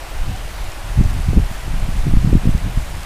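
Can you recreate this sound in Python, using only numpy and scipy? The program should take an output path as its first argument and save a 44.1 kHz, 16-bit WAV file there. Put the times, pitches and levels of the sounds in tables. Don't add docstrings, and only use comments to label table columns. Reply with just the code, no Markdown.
import sys
import numpy as np
from scipy import signal
from scipy.fft import rfft, irfft, next_fast_len
from scipy.io import wavfile
from scipy.ndimage import uniform_filter1d, map_coordinates

SR = 44100
rng = np.random.default_rng(int(sys.argv[2]) if len(sys.argv) > 2 else 0)


def to_wav(sig):
    pcm = np.clip(np.atleast_2d(sig), -1, 1) * 32767
    pcm = np.round(pcm).astype(np.int16)
    wavfile.write(sys.argv[1], SR, pcm.T)


N = 134505
TOP_HZ = 15300


# (frequency [Hz], relative level [dB])
WASH_SPECTRUM = [(30, 8.5), (200, -7), (330, -1), (450, -8), (600, 0), (760, 0), (1150, -3.5), (1700, -4.5),
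                 (2500, -6), (3400, -9.5), (4800, -13), (6800, -16), (8800, -16), (12500, -20),
                 (14600, -28), (15500, -33)]
def river():
    river_db, bubble_db, spray_db, side_db = -34.5, -9.5, -16.5, -49
    wash = rush(WASH_SPECTRUM, patchy_db=0.83)
    bubbles = grains(per_s=900, centre_hz=1109, spread=0.55, cycles=13.7, rise=0.083, scatter_db=3.5)
    spray = grains(per_s=400, centre_hz=7300, spread=0.27, cycles=1.6, rise=0, scatter_db=2.0)
    surge_db = 3.5 * wobble(per_s=9.04)
    mid = wash + amp(bubble_db) * bubbles + amp(spray_db + surge_db) * spray
    side = amp(side_db) * rush(WASH_SPECTRUM, patchy_db=2.5)
    return amp(river_db) * np.array([mid + side, mid - side])


# (time [s], relative level [dB])
RUMBLE_RIDE = [(0.0,-35), (0.18,-28), (0.22,-18.5), (0.31,-23), (0.44,-21.5), (0.52,-34), (0.57,-24),
               (0.68,-22), (0.76,-29.5), (0.95,-21.5), (0.995,-15), (1.05,-16.5), (1.13,-14), (1.225,-19.5),
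               (1.31,-13.5), (1.385,-18), (1.49,-22.5), (1.59,-26.5), (1.74,-16.5), (1.9,-17), (2.0,-20),
               (2.07,-21.5), (2.17,-8), (2.21,-22.5), (2.35,-10), (2.42,-17), (2.505,-11), (2.59,-26),
               (2.65,-16), (2.735,-28), (2.785,-14.5), (2.85,-28.5), (3.05,-30.5)]
FLUTTER_RIDE = [(0.0,-59), (0.2,-47.5), (0.29,-28), (0.4,-45), (0.5,-46), (0.57,-44.5), (0.79,-67),
                (0.85,-37.5), (0.95,-45), (0.995,-18.5), (1.03,-25), (1.08,-33), (1.13,-32), (1.2,-25.5),
                (1.235,-48), (1.28,-25.5), (1.34,-26), (1.385,-14), (1.42,-32.5), (1.58,-50.5), (1.69,-33),
                (1.86,-33), (1.925,-39), (1.97,-28), (2.01,-42), (2.08,-20.5), (2.11,-26), (2.21,-30),
                (2.255,-22), (2.3,-22.5), (2.34,-28), (2.37,-17.5), (2.4,-43), (2.455,-22.5), (2.495,-25),
                (2.52,-40), (2.555,-23), (2.6,-39), (2.665,-23), (2.735,-44), (2.78,-31.5), (2.82,-46),
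                (2.97,-33.5), (3.05,-52)]
# (frequency [Hz], relative level [dB])
RUMBLE_SPECTRUM = [(8, -9), (22, 0), (38, -3), (58, -10), (80, -17), (120, -26), (250, -69), (500, -120)]
FLUTTER_SPECTRUM = [(35, -11.5), (70, 1), (128, 0), (180, -6.5), (260, -19), (370, -45), (600, -57),
                    (1200, -120)]
CREST_SPECTRUM = [(90, -23), (180, -2.5), (260, 2.5), (350, -5), (470, -12.5), (700, -23), (1500, -66),
                  (3000, -120)]
def buffet():
    rumble_trim_db, flutter_trim_db, crest_trim_db = 0.5, 4.5, -16.5
    hard_gust_db, crest_expansion = -12.5, 1.396
    throb_db = 3 * wobble(per_s=14)
    rumble_db = curve(RUMBLE_RIDE) + throb_db
    flutter_db = curve(FLUTTER_RIDE)
    crest_db = crest_expansion * (flutter_db - hard_gust_db)
    rumble = amp(rumble_db + rumble_trim_db) * eddies(RUMBLE_SPECTRUM, even_s=0.093)
    flutter = amp(flutter_db + flutter_trim_db) * eddies(FLUTTER_SPECTRUM, even_s=0.048)
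    crest = amp(crest_db + crest_trim_db) * eddies(CREST_SPECTRUM, even_s=0.062)
    return rumble + flutter + crest


def wind(side_db=-34.5):
    mid = buffet()
    side = amp(side_db) * buffet()
    return np.array([mid + side, mid - side])


# (time [s], level [dB], width [s])
EDDY_PUSHES = [(.29,-13.5,0.0038), (.978,-3,0.0036), (.998,-4.5,0.0058), (1.011,0,0.0026), (1.06,-5,.0043),
               (1.289,-4,0.0031), (1.333,-9,0.0011), (1.368,0,.0027), (1.373,2.5,0.0026),
               (1.515,-13.5,0.0026), (1.68,-19,0.0018), (1.741,-12,0.0024), (1.827,-10,0.003),
               (1.89,-8,0.0025), (2.069,-4,0.0019), (2.139,2,0.002), (2.171,-1.5,0.0029),
               (2.248,-1.5,0.0027), (2.276,-2.5,0.0027), (2.303,-7,0.0023), (2.329,-4,0.0013),
               (2.332,1.5,0.002), (2.354,3.5,0.0021), (2.475,1,0.0025), (2.492,0.5,0.0026),
               (2.551,-1.5,0.0031), (2.776,-5.5,0.0032)]
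# (time [s], level [dB], width [s])
EDDY_PULLS = [(.99, -0.5, 0.0041), (1.383, -2, 0.0046), (2.456, -1, 0.0022)]
def thumps(rebound_stretch=3.1, rebound_area=0.37):
    t = np.arange(N) / SR

    def bell(at, width):
        return 0.5 ** np.minimum((2 * (t - at) / width) ** 2, 100)

    def blow(at, db, width):
        rebound = rebound_area / rebound_stretch * bell(at, width * rebound_stretch)
        return amp(db) * (bell(at, width) - rebound)

    return sum(blow(*row) for row in EDDY_PUSHES) - sum(blow(*row) for row in EDDY_PULLS)


# (time [s], relative level [dB])
SPLASH_CUES = [(0.362, -28), (0.719, -28), (1.039, -27), (1.7994, -29), (2.5783, -28), (3.033, -26)]
# (frequency [Hz], relative level [dB])
SPLASH_SPECTRUM = [(1000, -25), (3000, -2), (8000, 1), (15000, -15)]
def splashes(decay_s=0.0012, trim_db=-2.5):
    t = np.arange(N) / SR
    envelope = np.zeros(N)
    for at, db in SPLASH_CUES:
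        envelope += amp(db + trim_db) * (t >= at) * np.exp(-np.abs(t - at) / decay_s)
    return envelope * rush(SPLASH_SPECTRUM, patchy_db=-0.5)


# (time [s], pitch [Hz], level [dB])
GURGLE_CUES = [(.355, 752, -40)]
def gurgle(swell_s=0.04, half_width_hz=27):
    t = np.arange(N) / SR
    sound = np.zeros(N)
    for at, pitch, db in GURGLE_CUES:
        ring = filtered(rng.standard_normal(N), lambda hz: 1 / (1 + ((hz - pitch) / half_width_hz) ** 2))
        swell = np.exp(-((t - at) / swell_s) ** 2)
        sound += amp(db) * swell * unit(ring)
    return sound


def whine(pitch_hz=14985, level_db=-64.5, pulse_hz=30, depth=0.7):
    t = np.arange(N) / SR
    waver_db = 3 * wobble(per_s=pulse_hz)
    tone = np.sqrt(2) * np.sin(2 * np.pi * pitch_hz * t)
    pulse = 1 + depth * np.sin(2 * np.pi * pulse_hz * t)
    return amp(level_db + waver_db) * tone * pulse


def rush(spectrum, patchy_db):
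    bins = signal.stft(rng.standard_normal(N), nperseg=512)[2]
    patches = uniform_filter1d(rng.standard_normal(bins.shape), size=8, axis=0)
    patches = uniform_filter1d(patches, size=12, axis=1)
    noise = signal.istft(bins * amp(patchy_db * unit(patches)), nperseg=512)[1][:N]
    return coloured(noise, spectrum)


def grains(per_s, centre_hz, spread, cycles, rise, scatter_db):
    dice = rng.random((int(per_s * N / SR), 4))
    gaussian = np.sqrt(-2 * np.log(1 - dice[:, 1:2])) * np.cos(2 * np.pi * dice[:, 2:3])
    hz = np.minimum(centre_hz * np.exp(spread * gaussian), TOP_HZ)
    strength = amp(-scatter_db * np.log(dice[:, 3:] + 0.05))
    samples = np.arange(int(2 * cycles * SR / centre_hz) + 2)
    turns = hz * samples / SR
    age = turns / cycles
    glide = 1 + rise * np.minimum(age, 2) / 2
    pings = strength * np.sin(2 * np.pi * turns * glide) * np.exp(-np.pi * age)
    positions = (dice[:, :1] * N).astype(int) + samples
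    return unit(np.bincount(positions.ravel(), pings.ravel(), minlength=N)[:N])


def eddies(spectrum, even_s):
    pressure = coloured(rng.standard_normal(N), spectrum)
    window = np.hanning(int(even_s * SR))
    power = signal.fftconvolve(pressure ** 2, window / window.sum(), "same")
    return unit(pressure / np.sqrt(np.abs(power) + 0.02))


def wobble(per_s):
    return map_coordinates(rng.standard_normal(int(N * per_s / SR) + 4), [np.arange(N) * per_s / SR])


def curve(ride):
    return np.interp(np.arange(N) / SR, *np.transpose(ride))


def coloured(x, spectrum):
    points_hz, db = np.transpose(spectrum)
    return unit(filtered(x, lambda hz: amp(np.interp(np.log(hz + 1), np.log(points_hz + 1), db))))


def filtered(x, response):
    size = next_fast_len(N + SR // 2)
    return irfft(rfft(x, size) * response(np.fft.rfftfreq(size, 1 / SR)), size)[..., :N]


def amp(db):
    return 10 ** (np.asarray(db) / 20)


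def unit(x):
    return x / np.sqrt(np.mean(x ** 2) + 1e-20)


def scene():
    return river() + splashes() + wind() + thumps() + whine() + gurgle()


def record(dry, hardness=6):
    rounded = dry / (1 + np.abs(dry) ** hardness) ** (1 / hardness)
    return filtered(rounded, lambda hz: hz < TOP_HZ)


dry = scene()
out = record(dry)
to_wav(out)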